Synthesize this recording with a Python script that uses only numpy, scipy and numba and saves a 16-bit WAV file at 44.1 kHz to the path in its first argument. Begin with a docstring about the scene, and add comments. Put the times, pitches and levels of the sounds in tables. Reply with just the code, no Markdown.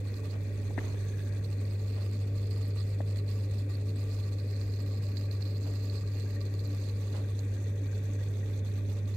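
"""A small mains pump hums in a goldfish tank in a quiet room, heard from close to the glass.
From the start, stirred water rumbles in the tank's resonances, small bubbles trickle at the surface to the
left, and air fizzes in uneven spurts to the right. Soon single bubbles crack; large ones plop, most of them
in the first second, among brief swishes and two moments of squeaking air; then come spells of gurgling.
Sines make the hum and the ringing bubbles; filtered noise and pops make the rest. The left side is dull."""
import sys
import numpy as np
from scipy import signal
from scipy.fft import rfft, irfft
from scipy.io import wavfile
from scipy.ndimage import uniform_filter1d
from numba import njit

SR = 44100
rng = np.random.default_rng(int(sys.argv[2]) if len(sys.argv) > 2 else 0)


def to_wav(sig):
    """Store sig (one row per channel, or 1-D mono) as 16-bit WAV at the path in sys.argv[1].

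    Samples outside -1..1 are clipped; the rate is SR.
    """
    pcm = np.clip(np.atleast_2d(sig), -1, 1) * 32767
    pcm = np.round(pcm).astype(np.int16)
    wavfile.write(sys.argv[1], SR, pcm.T)  # frames by channels


N = 403956
TIME = np.arange(N) / SR  # s
MAINS_HZ = 50.025
TOP_HZ = 15700  # upper edge of the microphones' range


def undb(db):
    """Decibels to amplitude gain: 20 dB is a factor of ten."""
    return 10 ** (np.asarray(db) / 20)


def unit(x):
    """Normalise the mean power: scale to rms 1."""
    return x / np.sqrt(np.mean(x ** 2))


def curves(table):
    """Linear interpolation in time: each column of a curve table, sample by sample."""
    s, *columns = np.transpose(table)
    return [np.interp(TIME, s, column) for column in columns]


def walk(rate):
    """Slow random modulation: straight lines join `rate` random points a second; rms about 1.73."""
    steps = rng.standard_normal(2048)
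    return 2.12 * np.interp(TIME * rate, np.arange(len(steps)), steps)


def ring(x, modes, size=8192):
    """Modal resonance: steep-sided peaks summed in power, as one minimum-phase response; result has rms 1."""
    f = np.arange(size // 2 + 1) * SR / size
    power = sum(undb(2 * db) / (1 + (2 * (f - hz) / width) ** 2) ** 2 for hz, width, db in modes)
    # folding the cepstrum onto positive times makes the response causal
    cepstrum = irfft(np.log(power ** .5))[:size // 2]
    cepstrum[1:] *= 2
    response = irfft(np.exp(rfft(cepstrum, size)))
    return unit(signal.oaconvolve(x, response)[:N])


def pops(rate, spread_db):
    """Shot noise: impulses at random moments and of either sign, most weak and a few strong; rms 1."""
    count = int(rate * N / SR)
    moment = rng.integers(0, N, size=40000)[:count]
    sign, scatter = rng.standard_normal((2, 40000))[:, :count]
    strength = np.sign(sign) * undb(spread_db * np.minimum(scatter, 2.5))
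    return unit(np.bincount(moment, strength, N))


def lowpass(x, hz, order):
    """Zero-phase filtering: a Butterworth low-pass run forwards and backwards."""
    return signal.sosfiltfilt(signal.butter(order, hz, fs=SR, output="sos"), x)


@njit
def band(x, hz, width):
    """Resonant filtering: two state-variable band-passes in a row, with a moving centre."""
    y, b, l = np.empty(len(x)), np.zeros(2), np.zeros(2)
    for i in range(len(x)):
        if i % 32 == 0:
            g, k = np.tan(np.pi * min(hz[i] / SR, .45)), width / hz[i]
        u = x[i] + 1e-18  # keeps the filter states from becoming denormal
        for j in range(2):
            v = (b[j] + g * (u - l[j])) / (1 + g * (g + k))
            b[j], l[j], u = 2 * v - b[j], l[j] + 2 * g * v, k * v
        y[i] = u
    return y


def place(x, pan_db):
    """Level-difference stereo: one sound in both channels, left minus right in dB."""
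    return np.array([x * undb(pan_db / 2), x * undb(-pan_db / 2)])


def pump():
    """Magnetic hum: the magnet pulls twice per mains cycle; weaker lines waver around that steady tone."""
    # hum: time_s, rms level_db, pan_db (left minus right)
    hum_curve = [(0.2, -34.1, -1.3), (0.7, -33.5, -1.9), (1.15, -33.0, -1.4), (1.8, -31.1, 0.1),
                 (3.1, -30.7, -0.2), (4.0, -31.7, 0.1), (5.5, -31.7, 0.1), (6.7, -32.3, 0.4),
                 (7.5, -31.8, -0.2), (8.9, -31.8, -1.5)]
    # weaker tones: pitch_hz, relative_db (against the hum)
    weak_lines = [(49.6, -26.5), (153.5, -30.5), (200, -30.5), (215, -34), (222.5, -42), (287, -32),
                  (293, -31.5)]
    hum_db, pan_db = curves(hum_curve)
    hum = np.sin(2 * np.pi * 2 * MAINS_HZ * TIME + 0.033 * walk(12.0)) * undb(hum_db)
    lines = 0
    for hz, db in weak_lines:
        wavering = undb(db + 2 * walk(1.34))
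        lines = lines + wavering * np.sin(2 * np.pi * hz * TIME + 0.73 * walk(3))
    return np.sqrt(2) * (place(hum, pan_db) + lines * undb(hum_db))


def rumble():
    """Cavity modes driven by turbulence; the deepest reach both microphones nearly alike."""
    # resonances of the tank and the room: centre_hz, width_hz, relative_db
    tank_modes = [(45.7, 19, -1.5), (85.5, 43.4, 4.5), (122, 13, -4), (147.8, 48, 0.5), (225, 85, -3.5),
                  (254, 29, -7.5), (287, 27.4, 1), (369, 170, -10), (428, 124, -4), (522.6, 27, -10),
                  (577, 64, -8.5), (632, 517, -23)]
    mid, side = (ring(rng.standard_normal(N), tank_modes) for _ in range(2))
    diffuse = 0.1 * side + 0.87 * (side - lowpass(side, 810, order=1))
    # the upper resonances lean to the left
    lean = mid - lowpass(mid, 420, order=1)
    sides = (.28 * lean + 1.1 * diffuse) * np.array([[1], [-1]])
    return undb(-44) * (mid + sides)


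def trickle():
    """Shot excitation: dense small bubbles set off the surface's resonances, mostly to the left."""
    # resonances of the trickling surface: centre_hz, width_hz, relative_db
    surface_modes = [(1134, 150, -7), (1575, 390, -6), (1890, 85, 0), (1987, 300, -6.5), (2483, 440, 0.5)]
    # trickle before panning: time_s, level_db
    trickle_curve = [(0, -68.5), (1.2, -68), (2.2, -70.5), (9.16, -70)]
    level_db, = curves(trickle_curve)
    drops = pops(rate=3800, spread_db=4.0) * undb(0.67 * walk(22))
    return place(ring(drops, surface_modes) * undb(level_db), pan_db=26.0)


def flutter():
    """Amplitude modulation: the air flow flutters at random and pulses a little with each pump stroke."""
    stroke = np.sin(2 * np.pi * 2 * MAINS_HZ * TIME)
    return undb(1.07 * walk(55) + 0.5 * stroke)


def gushes():
    """Pressure build-up and release: the air flow stalls, then jumps to a new level and settles."""
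    # stalls of the air: release_s, stall_s (time before release), stall_db, swell_db (at release)
    gush_events = [(0.041, 0.021, -14, -3), (0.238, 0.031, -6.5, 6), (0.406, 0.066, -8, -1),
                   (0.524, 0.038, -7.0, 3), (0.771, 0.055, -2, 1), (1.322, 0.026, -10, 2),
                   (1.439, 0.042, -7, 5), (1.499, 0.038, -4.5, 3), (1.607, 0.066, -4, -2),
                   (1.793, 0.048, -5, 3), (2.199, 0.025, -4, 3), (2.268, 0.028, -6, 1),
                   (2.339, 0.045, -10, -1), (2.504, 0.023, -8.5, 4), (2.754, 0.031, -7, 4.5),
                   (2.985, 0.034, -13, -0.5), (3.06, 0.043, -10, 0), (3.156, 0.024, -8, 6),
                   (3.261, 0.057, -12, -3), (3.509, 0.045, -9, -3), (3.69, 0.063, -13, 2),
                   (3.805, 0.034, -7.5, -4), (3.857, 0.033, -7.0, 3.0), (3.953, 0.043, -10, -1),
                   (4.313, 0.019, -12, -1), (4.38, 0.036, -8.5, 2.5), (4.461, 0.049, -6, -4),
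                   (4.861, 0.026, -8, 2.5), (5.022, 0.033, -9.5, 3.5), (5.166, 0.041, -11, 5),
                   (5.308, 0.042, -15, 1), (5.404, 0.025, -10, 4), (5.547, 0.032, -6, 2),
                   (5.606, 0.026, -10, 1.5), (6.071, 0.047, -7, -2.0), (6.112, 0.025, -5, 3),
                   (6.402, 0.037, -10.0, 2.5), (6.45, 0.02, -9, 6), (6.535, 0.062, -7, 3),
                   (6.584, 0.042, -5, -6), (6.636, 0.024, -7.5, 1.5), (6.795, 0.041, -5, 5),
                   (6.958, 0.031, -6, -2), (7.284, 0.06, -5, 2), (7.344, 0.032, -5, -4),
                   (7.496, 0.038, -7, -3), (7.599, 0.029, -6.0, 0), (7.749, 0.034, -8, 1),
                   (7.812, 0.026, -5.5, -2), (7.918, 0.039, -7.0, -1), (8.021, 0.028, -7, -1),
                   (8.189, 0.026, -6.5, 0.5), (8.645, 0.043, -11, 2), (8.848, 0.052, -7.5, 0),
                   (9.073, 0.073, -11, 7)]
    onset_s, fade_s = 0.01, 0.021
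    db = np.zeros(N)
    for s, stall, stall_db, swell_db in gush_events:
        near = slice(*np.searchsorted(TIME, [s - .5, s + .5]))
        age = TIME[near] - s
        stalled = np.clip((age + stall) / onset_s + .5, 0, 1)
        swell = swell_db * np.exp(-np.abs(age) / fade_s)
        db[near] += np.where(age < 0, stall_db * stalled, swell)
    return undb(uniform_filter1d(db, size=200))


def shade(x, hz, width, table):
    """Parametric equalisation: raise or lower one band of x along a level curve."""
    db, = curves(table)
    return x + (undb(db) - 1) * band(x, np.full(N, float(hz)), float(width))


def reflect(x):
    """Early reflections: delayed copies from the glass walls and the room join the sound; rms 1."""
    # echoes: delay_s, relative_db (against the direct sound)
    echoes = [(.0023, -17.5), (.0057, -21.5), (.0094, -11), (0.0142, -20)]
    late = sum(undb(db) * np.interp(TIME - delay, TIME, x, left=0) for delay, db in echoes)
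    return unit(x + late)


def fizz():
    """Modulated shot noise: fine bubbles pop in spurts and ring the outlet's resonances over a smooth mist."""
    # resonances: centre_hz, width_hz, gain_db, swell_share (of the ring's swell; below 0 it recedes)
    fizz_modes = [(860, 830, -6.5, 0.12), (1144, 99, 2, 0.59), (1954, 520, -5, 0.21),
                  (2636, 490, -4.5, 0.31), (3590, 700, -4, -0.23), (4246, 560, 1.5, 1), (4804, 560, -4, 1),
                  (5600, 910, -10, 0.071), (6420, 820, -6, -0.097), (6990, 1130, -8.5, 0.43),
                  (8055, 560, -6, 0.22), (8640, 870, -15, 0.058), (9500, 3800, -17.5, 0.18),
                  (11550, 1230, -14, 0.013), (12150, 1100, -12.5, 0.87), (13100, 3100, -16, 0.25),
                  (15100, 3300, -18, 0.3)]
    # whole fizz before panning: time_s, level_db
    fizz_curve = [(0, -60), (0.6, -61), (1.1, -58.5), (1.5, -60.5), (4.1, -59.5), (4.7, -61), (7.1, -59.5),
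                  (9.16, -59.5)]
    # swell of the ring near 4.4 kHz: time_s, gain_db
    swell_curve = [(0, 0.5), (1.1, -3.5), (2.0, 2.5), (4.1, 1), (5.3, 7), (6.8, 2.5), (7.7, -6), (9.16, -4)]
    # gain of the noise that makes the finest bubbles' mist: time_s, gain_db
    mist_curve = [(0, -23.5), (4.0, -30), (4.7, -33), (6.5, -30), (7.1, -21), (9.16, -25)]
    # band near 6.2 kHz: time_s, gain_db
    treble_curve = [(0.4, -1), (1.0, 4), (1.7, -5), (3.6, -7), (4.3, 0), (9.16, 2)]
    # band near 9 kHz: time_s, gain_db
    top_curve = [(0, 2.5), (1.3, 3.5), (2.2, 1.5), (4.0, 3.5), (5.2, -2), (6.5, -7), (7.1, -0.5),
                 (9.16, -3)]
    level_db, = curves(fizz_curve)
    swell_db, = curves(swell_curve)
    mist_db, = curves(mist_curve)
    flow = flutter() * gushes()
    crackle = pops(rate=450, spread_db=6)  # shared by all resonances
    mist = band(rng.standard_normal(N), np.full(N, 8950.0), 8700.0)
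    air = undb(mist_db) * flow ** 0.82 * mist
    for hz, width, db, share in fizz_modes:
        # each size of bubble has its own pops and flutter; the swelling resonances pulse hardest
        spray = 0.75 * pops(rate=900, spread_db=4.0) + 0.47 * crackle
        # the finest bubbles follow the spurts less
        follow = 0.67 + .5 * share - 0.18 * hz / TOP_HZ
        own_flutter = undb((1.87 + 0.32 * share) * np.minimum(walk(85), 1.6))
        pulse = unit(flow ** follow * own_flutter)
        drive = spray * pulse + 0.27 * rng.standard_normal(N)
        # each resonance's pitch wavers slightly at random
        waver = 1 + 0.0043 * walk(1.134)
        air = air + undb(db + share * swell_db) * band(drive, hz * waver, float(width))
    air = shade(air, 6170, 1200, treble_curve)
    air = shade(air, 9000, 2600, top_curve)
    return place(reflect(air) * undb(level_db), pan_db=-14.0)


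def ticks():
    """Impulsive excitation: single bubbles burst with a short crack of noise, each at its own pitch."""
    # bursts before panning: start_s, peak_db, pitch_hz
    tick_events = [(0.14, -49, 4400), (0.177, -59, 12000), (1.445, -51, 4170), (1.652, -49, 4330),
                   (2.679, -51, 11900), (3.184, -46, 4440), (3.752, -47, 4300), (3.769, -57, 12600),
                   (3.9589, -51, 7940), (4.112, -47, 4500), (4.564, -47, 4270), (4.613, -44.5, 4400),
                   (4.738, -45.5, 4400), (4.821, -57, 12400), (5.068, -48, 4330), (5.312, -45, 4450),
                   (5.3185, -53, 12300), (5.423, -40, 4300), (5.8531, -50, 7000), (5.897, -44, 4280),
                   (6.413, -43, 4240), (6.592, -46.5, 4300), (6.6722, -54, 11800), (7.390, -46, 4320),
                   (7.391, -47, 6500), (8.037, -57, 11900), (8.134, -51, 6500), (8.535, -54, 4300),
                   (8.591, -55, 6540), (8.925, -57, 11800), (9.056, -56, 4300)]
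    fade_s, width_hz = 0.0038, 740.0
    out, age = np.zeros(N), np.arange(int(0.0048 * SR)) / SR
    for s, db, hz in tick_events:
        burst = rng.standard_normal(len(age)) * np.exp(-age / fade_s)
        crack = band(burst, np.full(len(age), float(hz)), width_hz)
        out[int(s * SR):][:len(age)] += undb(db) * crack / np.abs(crack).max()
    return place(out, pan_db=-13.5)


def bubbles(rows):
    """Damped resonance: each rings for its own number of cycles, short plop to long ping, rising a little."""
    attack_cycles = 0.67
    out = np.zeros(N + SR)
    for s, hz, cycles, db in rows:
        life = cycles / hz * SR  # in samples
        age = np.arange(int(life)) / life  # from 0 to 1
        attack = 1 - np.exp(-(cycles * age / attack_cycles) ** 2)
        tone = np.sin(2 * np.pi * cycles * age * (1 + 0.022 * age))
        bubble = tone * np.exp(-5 * age) * attack
        out[int(s * SR):][:len(age)] += undb(db) * bubble / np.abs(bubble).max()
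    return out[:N]


def plops():
    """Coupled resonators: a large bubble bursts and the tank's wall answers with a dull thud."""
    # plops before panning: start_s, pitch_hz, cycles (until silent), peak_db, thud_db (peak of the thud)
    plop_events = [(0.234, 870, 6.5, -49, -62), (0.7, 420, 5.1, -39, -61), (.707, 775, 9, -45, -60),
                   (0.7783, 680, 2.6, -29.5, -32.5), (.810, 950, 6, -48, -45), (0.846, 420, 3.7, -43, -50),
                   (0.871, 480, 4.4, -48, -47), (.905, 900, 7.8, -50, -60), (.941, 420, 4.3, -40, -48),
                   (3.004, 560, 4.2, -29.5, -36), (5.668, 593, 18, -42.5, -60)]
    thud_hz, thud_cycles = 305, 3.2
    bursts = [(s, hz, cycles, db) for s, hz, cycles, db, _ in plop_events]
    thuds = [(s, thud_hz, thud_cycles, thud_db) for s, *_, thud_db in plop_events]
    return bubbles(bursts + thuds)


def swishes():
    """Enveloped noise: water washes along the glass in a spatter of drops, over a deep churning slosh."""
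    # washes: start_s, length_s (time scale of the fall), level_db, slosh_db (both before the envelope)
    swish_events = [(0.316, 0.058, -47.5, -65), (0.778, 0.018, -43, -40.5), (0.787, 0.12, -48, -44),
                    (0.938, 0.022, -50, -55), (1.958, 0.071, -48, -66), (3.005, 0.007, -47, -38),
                    (5.647, 0.076, -49.5, -52), (7.127, 0.083, -44.5, -52)]
    # resonances of the wash: centre_hz, width_hz, relative_db
    swish_modes = [(506, 570, 9.5), (1160, 1100, -4), (2200, 4600, -6), (4450, 10000, -15)]
    # resonances of the slosh: centre_hz, width_hz, relative_db
    slosh_modes = [(204, 240, 5), (420, 310, -2), (950, 500, -14.5)]
    # the spatter differs between the channels, the slosh is common to both
    wash = np.array([ring(pops(rate=2200, spread_db=5.5), swish_modes) for _ in range(2)])
    slosh = ring(rng.standard_normal(N), slosh_modes) * undb(2.5 * walk(170))
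    out = 0
    for s, length, db, slosh_db in swish_events:
        age = np.maximum(TIME - s, 0) / length
        envelope = (1 - np.exp(-10 * age)) * np.exp(-age ** 2)
        out = out + envelope * (undb(db) * wash + undb(slosh_db) * slosh)
    return out


def squeaks():
    """Random frequency modulation: air escaping from a bursting bubble rasps at an unsteady pitch."""
    # squeaks before roughness and panning: start_s, length_s, pitch_hz, peak_db
    squeak_events = [(0.778, 0.0024, 1800, -38), (0.7813, 0.0051, 1800, -37.5), (0.783, 0.007, 2670, -48),
                     (0.7884, 0.0032, 1880, -37.5), (0.79, 0.0035, 1770, -47), (3.006, 0.0042, 1870, -50)]
    wobble_share, wobble_per_s, rough_db = 0.065, 1230, 3.5  # share of the pitch; rate; level flicker
    out = np.zeros(N)
    for s, length, hz, db in squeak_events:
        age = np.arange(int(length * SR)) / SR
        steps = rng.standard_normal(size=(2, 32))
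        wobble, rough = (np.interp(age * wobble_per_s, np.arange(len(r)), r) for r in steps)
        pitch = hz * (1 + wobble_share * wobble)
        tone = np.sin(2 * np.pi * np.cumsum(pitch) / SR)
        fade = signal.windows.tukey(len(age), .5)
        out[int(s * SR):][:len(age)] += undb(db + rough_db * rough) * tone * fade
    return out


def gurgle(count=80):
    """Bubble statistics: in each spell `count` faint bubbles a second of each size; a few ring out above."""
    # spells before the size's gain and panning: start_s, end_s, peak_db (of the loudest)
    spells = [(0.915, 1.421, -59), (4.398, 6.908, -68.5), (7.344, 8.798, -67)]
    # two sizes of bubble: pitch_hz, gain_db
    sizes = [(1640, 2.5), (1870, -7)]
    # bubbles that ring out, before panning: start_s, pitch_hz, cycles (until silent), peak_db
    pings = [(1.205, 1700, 53, -52), (6.035, 1210, 25, -53), (6.26, 1620, 70, -56), (6.325, 1850, 50, -56),
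             (6.365, 1850, 120, -50.5), (7.245, 1600, 60, -54), (7.565, 1610, 100, -56),
             (7.66, 1900, 120, -56), (7.72, 1890, 160, -60), (7.76, 1900, 110, -56),
             (7.845, 2320, 120, -54), (7.885, 1560, 73, -56), (7.93, 1600, 74, -56),
             (8.21, 1900, 130, -54.5), (8.3, 1890, 110, -57), (8.43, 1890, 110, -56),
             (8.64, 1920, 120, -69)]
    spread = 0.055  # share of the pitch, up or down
    rows = list(pings)
    for start, end, db in spells:
        for hz, size_db in sizes:
            draws = rng.random((4 * count, 4))[:int(count * (end - start))]
            when, size, life, strength = draws.T
            moments = start + when * (end - start)
            pitches = hz * (1 + spread * (2 * size - 1))
            rows += zip(moments, pitches, 30 + 60 * life, db + size_db - 7 * strength)
    return bubbles(rows)


def scene():
    """Linear superposition: pump, water and air add together."""
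    bubbling = place(plops() + squeaks() + gurgle(), pan_db=13.0)
    water = rumble() + trickle() + swishes() + bubbling
    return pump() + water + fizz() + ticks()


def record(dry):
    """Band limiting: the left microphone passes little treble; both hiss faintly, and the top is cut steeply."""
    dull = lowpass(dry[0], 2515, order=12)
    left = dull + undb(-19.0) * (dry[0] - dull)
    hiss = undb(-77.0) * rng.standard_normal((2, N))
    top_cut = signal.ellip(10, .2, 80, TOP_HZ, fs=SR, output="sos")
    return signal.sosfilt(top_cut, np.array([left, dry[1]]) + hiss)


dry = scene()
out = record(dry)
to_wav(out)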